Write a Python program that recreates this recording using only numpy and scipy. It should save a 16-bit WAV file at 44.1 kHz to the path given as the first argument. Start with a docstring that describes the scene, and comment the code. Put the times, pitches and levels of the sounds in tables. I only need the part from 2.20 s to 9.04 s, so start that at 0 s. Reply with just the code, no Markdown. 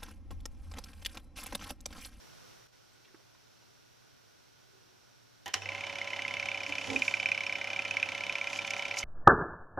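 """Film projector starting up

In a quiet room, a hand brushes along a small projector's case and snaps the switch on. The motor
whines up to speed, and the claw strikes twice a frame, ticking, pinging and ringing the film gate
over the whirr of fan and gears. Something rubs against the case and groans once. The film rustles
over its guides around the groan, and again towards the end."""
import sys
import numpy as np
from scipy import signal
from scipy.fft import rfft, irfft
from scipy.io import wavfile
from scipy.ndimage import uniform_filter1d

SR = 44100
rng = np.random.default_rng(int(sys.argv[2]) if len(sys.argv) > 2 else 0)


def persist_wave(psi):
    """Save psi, clipped to +-1, as 16-bit WAV."""
    counts = np.round(np.clip(psi, -1, 1) * 32767).astype(np.int16)
    wavfile.write(sys.argv[1], SR, np.atleast_2d(counts).T)


N = 301644
T = np.arange(N) / SR
HZ = np.fft.rfftfreq(N, 1 / SR)


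def amp(db):
    """Decibels to gain."""
    return 10 ** (np.asarray(db) / 20)


def unit_rms(x):
    """Scales to rms 1."""
    return x / np.sqrt(np.mean(x ** 2) + 1e-20)


def spectrum(points):
    """A frequency table's value at every frequency."""
    hz, value = np.transpose(points)
    return np.interp(np.log(HZ + 1), np.log(hz + 1), value)


def peaks(rows):
    """Bell-shaped resonances as an EQ curve in dB."""
    return sum(db / (1 + (2 * (HZ - hz) / width) ** 2) for hz, width, db in rows)


def curves(rows):
    """The columns of a time table at every sample."""
    times, *columns = np.transpose(rows)
    return [np.interp(T, times, column) for column in columns]


def add(mix, s, sound):
    """Mixes a sound in at time s."""
    part = mix[..., round(s * SR):][..., :sound.shape[-1]]
    part += sound[..., :part.shape[-1]]


def eq(x, db):
    """Filters by a gain at every frequency."""
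    return irfft(rfft(x) * amp(db), N)


def strike(t, rise, decay):
    """Envelope of a blow."""
    return (1 - np.exp(-t / rise)) * np.exp(-t / decay)


def grain(samples):
    """Smoothed noise at rms 1, for roughening a level."""
    return unit_rms(uniform_filter1d(rng.standard_normal(N), size=samples))


# Stereo focus of the projector: (frequency [Hz], left-right correlation [-1 to 1])
PROJECTOR_FOCUS = [(60, 0.66), (130, 0.67), (290, 0.27), (640, 0.6), (1410, 0.71), (3100, 0.99),
                   (6820, 0.75), (15000, 0.037)]

def noise(db, focus=PROJECTOR_FOCUS):
    """Coloured stereo noise whose mono mix has rms 1."""
    a, b = rfft(rng.standard_normal((2, N)))
    correlation = np.clip(spectrum(focus), -.8, 1)
    mid, side = a * np.sqrt(1 + correlation), b * np.sqrt(1 - correlation)
    pair = irfft(np.array([mid + side, mid - side]) * amp(db) / np.sqrt(1 + correlation), N)
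    return pair / pair.mean(0).std()


def reverb(x, t60, wet_db):
    """Adds a small room's scattered reflections, different left and right."""
    t = T[:SR // 2]
    taps = rng.choice([-1., 1.], (2, len(t))) * (rng.random((2, len(t))) < .1)
    taps *= (t > .004) * amp(-60 * t / t60)
    taps /= np.linalg.norm(taps, axis=1, keepdims=True)
    return x + amp(wet_db) * signal.fftconvolve(x, taps, axes=1)[:, :N]


# Colours of the opening hiss and the quiet bed: (frequency [Hz], gain [dB])
OPENING_EQ = [(15, -37), (25, -8), (71, -10), (112, -3), (271, -12), (394, -7.5), (729, -10.5), (1420, -9),
              (1720, -11.5), (3010, -12), (5720, -13), (7890, -21.5), (15000, -26)]
BED_EQ = [(20, -12), (70, -6.5), (118, 1), (170, -7), (400, -6), (800, -7), (1200, -7.5), (1480, -5),
          (1750, -9), (4600, -8), (5900, -10.5), (6700, -14), (8200, -19.5), (15000, -23)]
# The opening hiss drops away; the bed comes in and dips briefly: (time [s], gain [dB])
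OPENING_FADE = [(0, 0.5), (.3, 0.5), (.47, -3.5), (.485, -26)]
BED_FADE = [(.47, -21), (.485, -1.5), (.515, -6), (.53, 0.5), (3.2, 0)]
# Resonances in both: (frequency [Hz], width [Hz], gain [dB])
HISS_PEAKS = [(111, 24, 2), (1466, 99, 5.5), (5500, 140, 7), (5750, 124, 8), (6030, 120, 3.5)]
# Stereo focus of the room: (frequency [Hz], left-right correlation [-1 to 1])
ROOM_FOCUS = [(60, -0.63), (130, -0.75), (290, -0.79), (640, -0.6), (1410, 0.17), (3100, 0.44),
              (6820, 0.26), (15000, -0.19)]

def room_tone(opening_db=-59.5, bed_db=-65.5, hum_hz=120, hum_db=-81.5):
    """A wide hiss, louder for the first half second, and a faint hum."""
    opening = noise(spectrum(OPENING_EQ) + peaks(HISS_PEAKS), ROOM_FOCUS)
    opening *= amp(opening_db + curves(OPENING_FADE)[0])
    bed = noise(spectrum(BED_EQ) + peaks(HISS_PEAKS), ROOM_FOCUS)
    bed *= amp(bed_db + curves(BED_FADE)[0])
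    hum = amp(hum_db) * np.sqrt(2) * np.sin(2 * np.pi * hum_hz * T)
    return opening + bed + hum


# Touches on the case: (time [s], level [dB], pitch [Hz], decay [s], bandwidth [share of pitch])
TOUCHES = [(.734, -71, 8000, .012, .3), (.847, -58.5, 2800, .012, .8), (.877, -62, 1800, .012, 0.54),
           (0.944, -56.5, 335, 0.018, 0.1), (.945, -56, 1260, 0.0092, 0.88), (0.995, -63, 600, 0.015, 1),
           (1.148, -60.5, 1100, 0.0089, 0.98), (1.422, -65, 700, .012, .9)]
# Slides along it: (time [s], length [s], level [dB])
SLIDES = [(.52, 0.76, -80), (1.36, 0.25, -75.5), (2.28, 0.62, -73.5)]
# Their dull resonance: (frequency [Hz], width [Hz], gain [dB])
SLIDE_PEAK = [(382, 230, 34)]

def hand():
    """Soft touches, each a puff of noise around one pitch, and faint slides along the case."""
    touches, sliding = np.zeros((2, N))
    t = T[:SR // 8]
    for s, db, hz, decay, width in TOUCHES:
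        band = signal.iirpeak(hz, 1 / width, fs=SR)
        puff = unit_rms(signal.filtfilt(*band, rng.standard_normal(len(t)), padtype=None))
        add(touches, s, amp(db) * strike(t, 0.00087, decay) * puff)
    for s, length, db in SLIDES:
        add(sliding, s, amp(db) * np.hanning(round(length * SR)))
    return touches + sliding * noise(peaks(SLIDE_PEAK))


# Switch clicks: (time [s], level [dB], snap decay [s], brightness [0 to 1])
CLICKS = [(3.259, -36, 0.0062, 0.55), (3.279, -40.5, 0.0056, 0.82), (3.336, -38, 0.0045, 0.77),
          (3.3396, -22.5, 0.0058, 1), (3.350, -37, 0.0038, 0.94), (3.3605, -51, 0.0093, 1)]
# Colours of the bright snap and the panel's dull clack: (frequency [Hz], gain [dB])
SNAP_EQ = [(100, -29), (600, -23), (1010, 2), (1700, -3.5), (2900, 2.5), (3400, -7), (3900, -1),
           (4400, -5.5), (5400, 1.5), (6400, -0.5), (8000, -11.5), (11000, -22), (15000, -30)]
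CLACK_EQ = [(30, -18), (120, -7), (400, 2), (1300, -4.5), (3400, -0.5), (5000, -10), (10000, -27)]
# Panel resonances: (frequency [Hz], width [Hz], gain [dB])
PANEL_PEAKS = [(86, 18, 15), (170, 50, -3), (781, 90, 15), (1000, 58, 14.5), (1900, 500, 13),
               (3050, 180, 11.5)]

def switch(snap_rise_s=0.00021):
    """The knob leaves its detent, then the contact snaps home and rattles; each blow clacks the panel."""
    t = T[:SR // 5]
    snaps, clacks = np.zeros((2, N))
    attack = 1 - np.exp(-t / snap_rise_s)
    for s, db, decay, bright in CLICKS:
        bright = min(bright, .99)
        add(snaps, s, amp(db) * bright * attack * np.exp(-(t / decay) ** 2))
        add(clacks, s, amp(db) * np.sqrt(1 - bright ** 2) * strike(t, rise=0.0007, decay=0.02))
    clicks = snaps * noise(spectrum(SNAP_EQ)) + clacks * noise(spectrum(CLACK_EQ) + peaks(PANEL_PEAKS))
    return reverb(clicks, t60=0.33, wet_db=-14)


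# Thin colour of the detent spring: (frequency [Hz], gain [dB])
SPRING_EQ = [(1500, -30), (3400, 0), (8000, -7), (11000, 2), (15000, -6)]

def detent(level_db=-47):
    """The spring ticks brightly with the first two clicks of the knob."""
    envelope = np.zeros(N)
    for s, *_ in CLICKS[:2]:
        add(envelope, s, amp(level_db) * strike(T[:SR // 20], rise=.0002, decay=.004))
    return envelope * noise(spectrum(SPRING_EQ))


POWER_ON_S, FIRST_STROKE_S, RUNNING_FPS = 3.338, 3.419, 16.9
# Film speed, which times the claw and pitches motor and gears: (time [s], rate [frames/s])
FILM_SPEED = [(3.35, 7.938), (3.5, 16.928), (4.2, 16.981), (4.65, 16.769), (5.1, 16.892), (5.8, 16.866),
              (5.87, 16.508), (5.98, 17.025), (6.84, 17.067)]

def speed():
    """The drive's speed as a share of its running speed."""
    return curves(FILM_SPEED)[0] / RUNNING_FPS


def frames():
    """Frames of film moved since the claw's first stroke."""
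    count = np.cumsum(speed()) * RUNNING_FPS / SR
    return count - np.interp(FIRST_STROKE_S, T, count)


def stroke_times():
    """The claw strikes every half frame, in and out by turns."""
    count = frames()
    return np.interp(np.arange(0, count[-1], .5), count, T)


def drive_gain(trim_db=.5, db_per_octave=10.5, db_per_s=0.3):
    """The drive gets louder with speed, and creeps up as it runs on."""
    db = trim_db + db_per_octave * np.log2(speed()) + db_per_s * (T - POWER_ON_S)
    return amp(db) * (T > POWER_ON_S)


# Mains hum, strongest while the motor starts: (time [s], level [dB])
MOTOR_HUM = [(3.335, -95), (3.36, -57), (3.5, -52), (3.62, -61.5), (5.8, -61.5), (6.2, -65), (6.84, -65)]

def motor(whine_hz=559.7, whine_db=-52.5, db_per_octave=32, waver=0.0017, hum_hz=100):
    """A wavering whine that climbs and swells with speed, over the hum of the windings."""
    wander = noise(spectrum([(8, 5), (40, -29), (200, -90)]))[0]
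    cycles = np.cumsum(whine_hz * speed() * (1 + waver * wander)) / SR
    whine = amp(whine_db + db_per_octave * np.log2(speed())) * np.sin(2 * np.pi * cycles)
    hum = amp(curves(MOTOR_HUM)[0]) * np.sin(2 * np.pi * hum_hz * T)
    return np.sqrt(2) * (whine + hum) * (T > POWER_ON_S)


# Colour of fan and gears: (frequency [Hz], gain [dB])
WHIRR_EQ = [(20, -36), (48, -12.5), (62, -28), (88, -4), (125, -11), (270, -6.5), (350, -8.5), (620, 0.2),
            (1200, -6.5), (2400, 0.5), (4200, -10.5), (6200, -11.5), (8400, -27), (15000, -41)]
# Case resonances: (frequency [Hz], width [Hz], gain [dB])
CASE_PEAKS = [(85.02, 15, 2.5), (180, 24, 5), (298, 87, 4.5), (766.5, 56, 8), (940, 83, 6),
              (1014, 41, 10.5), (1352, 135, 7), (1530, 54, -4), (2994, 174, 14), (3260, 49, -3),
              (3600, 57, 7.5), (4290, 54, 6.5), (5460, 160, -1), (6240, 130, 3.5)]

def whirr(air_db=-47.5, rattle_db=-49.5, throb_db=1.4, grit_db=1.5):
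    """Fan air and a gear rattle that comes round every frame, both sounding through the case."""
    colour_db = spectrum(WHIRR_EQ) + peaks(CASE_PEAKS)
    one_turn = rng.standard_normal(round(SR / RUNNING_FPS))
    rattle = np.zeros(N)
    for s in stroke_times()[::2]:
        add(rattle, s, one_turn)
    # the rattle has a slightly softer top than the air
    rattle = eq(rattle, colour_db + spectrum([(1400, -1.5), (3000, -1), (6000, -3.5)]))
    rattle /= rattle[T > FIRST_STROKE_S].std()
    load = np.cos(2 * np.pi * (2 * frames() - .25))  # one throb per claw stroke
    envelope = drive_gain() * amp(throb_db * load + grit_db * grain(samples=130))
    return envelope * (amp(air_db) * noise(colour_db) + amp(rattle_db) * rattle)


# Gear tones: (pitch at running speed [Hz], relative level cold [dB], relative level warm [dB])
GEAR_TONES = [(188, -76, -72), (614, -63, -64.5), (780, -61.5, -71), (776, -78, -61.5), (916, -72, -64.5),
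              (1009, -59, -66.5), (1344, -78, -58.5)]

def gear_tones(warm_from_s=4.1, warm_by_s=6.37, sway_rad=0.097):
    """Meshing teeth sing in step with the film's speed; their balance shifts as the drive warms up."""
    run_s = frames() / RUNNING_FPS
    warmth = np.interp(T, [warm_from_s, warm_by_s], [0, 1])
    sway = sway_rad * noise(spectrum([(10, -8), (60, -31), (300, -92)]))[0]
    tones = np.zeros(N)
    for hz, cold_db, warm_db in GEAR_TONES:
        level = amp(cold_db + (warm_db - cold_db) * warmth)
        tones += level * np.sin(2 * np.pi * (hz * run_s + rng.random()) + sway)
    return np.sqrt(2) * tones * drive_gain()


def squeak(start_s=3.405, length_s=0.046, level_db=-52, pitch_hz=5600, width_hz=300):
    """The mechanism chirps faintly as it starts to turn."""
    envelope = np.zeros(N)
    add(envelope, start_s, amp(level_db) * np.hanning(round(length_s * SR)))
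    band_db = -20 * np.log10(1 + (2 * (HZ - pitch_hz) / width_hz) ** 2)
    return envelope * noise(band_db)


# How the claw meets the film going in, and coming out half a frame later:
# (time [s], relative ping level [dB], ping pitch [Hz], relative tick level [dB])
CLAW_IN = [(3.42, -44, 2400, -51), (3.49, -30, 2270, -46.5), (3.67, -40, 2370, -45.5),
           (3.89, -42.5, 2420, -47), (4.22, -31.5, 2300, -42.5), (4.48, -34, 2320, -45),
           (4.84, -48, 2460, -42.5), (4.98, -33.5, 2287, -46), (5.3, -28, 2340, -43.5),
           (5.39, -42, 2320, -47), (5.55, -33, 2320, -45), (5.63, -39, 2710, -44.5), (5.85, -40, 2430, -46),
           (6.05, -32.5, 2370, -45), (6.25, -32.5, 2340, -40), (6.4, -32, 2410, -47),
           (6.68, -36.5, 2210, -43.5), (6.82, -47, 2240, -50)]
CLAW_OUT = [(3.45, -34, 2070, -59), (3.58, -40, 2200, -51.5), (3.72, -35.5, 2310, -46),
            (3.93, -32, 2115, -54), (4.22, -29, 2196, -48.5), (4.32, -30.5, 2440, -51),
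            (4.57, -32, 2404, -45), (4.66, -30.5, 2374, -42), (5.1, -29, 2383, -41),
            (5.4, -31, 2430, -49.5), (5.68, -33, 2446, -41), (5.83, -29.5, 2396, -39),
            (5.9, -32.5, 2210, -44), (6.06, -36, 2330, -42), (6.42, -44, 2470, -44.5),
            (6.54, -31, 2400, -42), (6.84, -29.5, 2250, -47.5)]
# Spells when every other stroke knocks hard: (time [s], length [s], ping boost [dB])
KNOCKING = [(4.76, .39, 7), (5.709, .15, 8), (6.154, .15, 6)]

def strokes(ping_scatter_db=1.7, pitch_scatter=0.022, tick_scatter_db=1.5):
    """Yields each claw stroke's time, ping level, pitch and tick level, no two quite alike."""
    times = stroke_times()
    boost_db = np.zeros(len(times))
    for start, length, db in KNOCKING:
        first, end = np.argmin(abs(times - start)), np.searchsorted(times, start + length)
        boost_db[first:end:2] = db
    scatter = rng.standard_normal((len(times), 3)) * [ping_scatter_db, pitch_scatter, tick_scatter_db]
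    for k, (s, (ping_offset, detune, tick_offset)) in enumerate(zip(times, scatter)):
        at, *columns = np.transpose(CLAW_OUT if k % 2 else CLAW_IN)
        ping_db, hz, tick_db = (np.interp(s, at, column) for column in columns)
        yield s, ping_db + boost_db[k] + ping_offset, hz * (1 + detune), tick_db + tick_offset


# Modes of the film gate: (frequency [Hz], relative level [dB], time to fall 60 dB [s])
GATE_MODES = [(1543, -15, 0.046), (2089, -5, 0.042), (2339, -8, 0.077), (2640, -3, 0.032),
              (3020, -20, 0.19), (3620, -21, 0.03), (5400, -15, 0.037), (6240, -23.5, 0.034)]

def gate_ring(t, scatter_db=3):
    """The gate's modes ring out, struck a little differently every time."""
    ring = np.zeros(len(t))
    for hz, db, t60 in GATE_MODES:
        envelope = amp(db + scatter_db * rng.standard_normal() - 60 * t / t60)
        ring += envelope * np.sin(2 * np.pi * (hz * t + rng.random()))
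    return ring


# Colour of the claw's tick: (frequency [Hz], gain [dB])
TICK_EQ = [(600, -2.5), (1500, -22), (2500, 8), (3600, 12), (4300, -2.5), (5500, 8.5), (6500, -1.5),
           (8300, -13.5), (10200, -10), (12000, -28), (15000, -47)]

def claw(ping_gain_db=7, gate_gain_db=-14.6, tick_gain_db=7.5, rise_s=0.00051, ping_s=0.0046,
         bounce_s=0.00331, bounce_share=0.51, rebound_db=-39, case_share=0.26):
    """Each stroke ticks, pings the sprung claw until the film damps it, and rings the gate."""
    t = T[:SR // 12]
    pings, ticks = np.zeros((2, N))
    attack = (1 - np.exp(-t / rise_s)) ** 2
    damped = attack * np.exp(-(t / ping_s) ** 2)
    for s, ping_db, hz, tick_db in strokes():
        add(pings, s, amp(ping_db + ping_gain_db) * damped * np.sin(2 * np.pi * hz * t))
        # the gate takes up less than its share of a hard blow
        add(pings, s, amp(gate_gain_db + .5 * ping_db) * attack * gate_ring(t))
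        tick = amp(tick_db + tick_gain_db) * strike(t, rise=0.00014, decay=0.0028)
        add(ticks, s - .0003, tick)
        # the claw bounces once, with a random delay, strength and pitch
        bounce_at = s + bounce_s * (.5 + rng.random())
        strength = rng.random()
        rebound_hz = hz * (1 + 0.13 * rng.uniform(-0.89, 1))
        add(ticks, bounce_at, bounce_share * strength * tick)
        add(pings, bounce_at, amp(rebound_db) * strength * damped * np.sin(2 * np.pi * rebound_hz * t))
    tick_noise = noise(spectrum(TICK_EQ) + case_share * peaks(CASE_PEAKS))
    return reverb(pings + ticks * tick_noise, t60=0.2, wet_db=-16)


# Film rustles: (time [s], relative level [dB], length [s])
RUSTLES = [(4.465, -56, 0.053), (4.81, -61, 0.11), (4.437, -55.5, 0.71), (6.245, -55.5, 0.2),
           (6.343, -61, 0.024), (6.365, -50, 0.023), (6.461, -51, .022), (6.496, -48, 0.023),
           (6.566, -54, 0.028), (6.751, -42, 0.077), (6.782, -42, 0.015)]
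# Their crisp colour: (frequency [Hz], gain [dB])
FILM_EQ = [(1500, -21), (3500, -9), (4700, 5), (6700, 6), (8500, -10), (11000, -11.5), (15000, -35)]

def film_rustle(swish_db=2, grain_db=4, crackle_db=-4, catches_per_s=220):
    """Grainy swishes of film sliding over its guides, with tiny snaps as its edge catches."""
    envelope = np.zeros(N)
    for s, db, length in RUSTLES:
        add(envelope, s, amp(db) * np.hanning(round(length * SR)))
    roughness_db = grain_db * grain(samples=50)
    catches = np.minimum(rng.exponential(1, N), 3) * (rng.random(N) < catches_per_s / SR)
    snaps = unit_rms(signal.fftconvolve(catches, strike(T[:SR // 100], rise=.0001, decay=.0016))[:N])
    swish = amp(swish_db + roughness_db) * noise(spectrum(FILM_EQ))
    crackle = amp(crackle_db) * snaps * noise(spectrum(FILM_EQ))
    return envelope * (swish + crackle)


# Contour of the groan: (time [s], pitch [Hz], relative level [dB])
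GROAN = [(4.46, 276, -78), (4.495, 282.5, -50), (4.56, 279, -60.5), (4.665, 277.3, -60),
         (4.69, 262.5, -42.5), (4.74, 269.3, -39.5), (4.78, 275, -42), (4.805, 258, -48), (4.87, 258, -67)]
# Colour of the scrape under it: (frequency [Hz], gain [dB])
SCRAPE_EQ = [(30, -30), (80, 6), (130, -10), (290, 5.5), (360, -6), (460, 5.5), (620, -11), (800, -1),
             (1100, -13), (3000, -50)]

def groan(tone_db=-1, scrape_db=-2.5, roughness=.025):
    """Stick and slip against the case: a rough low note over a scrape."""
    hz, db = curves(GROAN)
    jitter = noise(spectrum([(60, 2), (300, -29), (1000, -84)]))[0]
    phase = 2 * np.pi * np.cumsum(hz * (1 + roughness * jitter)) / SR
    tone = unit_rms(np.sin(phase) + amp(-20) * np.sin(2 * phase) + amp(-12) * np.sin(3 * phase))
    rubbing = (T > GROAN[0][0]) * (T < GROAN[-1][0])
    return amp(db) * rubbing * (amp(tone_db) * tone + amp(scrape_db) * noise(spectrum(SCRAPE_EQ)))


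def pan(pair, balance):
    """Leans a stereo pair left or right, frequency by frequency."""
    lean_db = np.array([spectrum(balance), -spectrum(balance)]) / 2
    return eq(pair, lean_db - 20 * np.log10(amp(lean_db).mean(0)))


# Stereo balance of projector and room: (frequency [Hz], left minus right [dB])
PROJECTOR_PAN = [(60, -2), (110, -13), (200, -8), (380, -7), (700, -3.5), (1290, -1), (2380, -2.0),
                 (4400, -3), (8120, -1.5), (15000, 0.5)]
ROOM_PAN = [(60, -1), (110, -2.5), (200, 0), (380, -0.5), (700, 0.5), (1290, -1.5), (2380, -2.0),
            (4400, -3.5), (8120, 0), (15000, -1)]

def scene():
    """The projector, a little to the right, in the quiet room."""
    running = claw() + whirr() + gear_tones() + motor()
    projector = running + switch() + detent() + squeak() + groan() + film_rustle() + hand()
    return pan(projector, PROJECTOR_PAN) + pan(room_tone(), ROOM_PAN)


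def record(dry):
    """A steep low-pass takes off the very top."""
    lowpass = signal.firwin(401, cutoff=15300, window=("kaiser", 8), fs=SR)
    return signal.oaconvolve(dry, lowpass[None], "same")


dry = scene()
out = record(dry)
persist_wave(out)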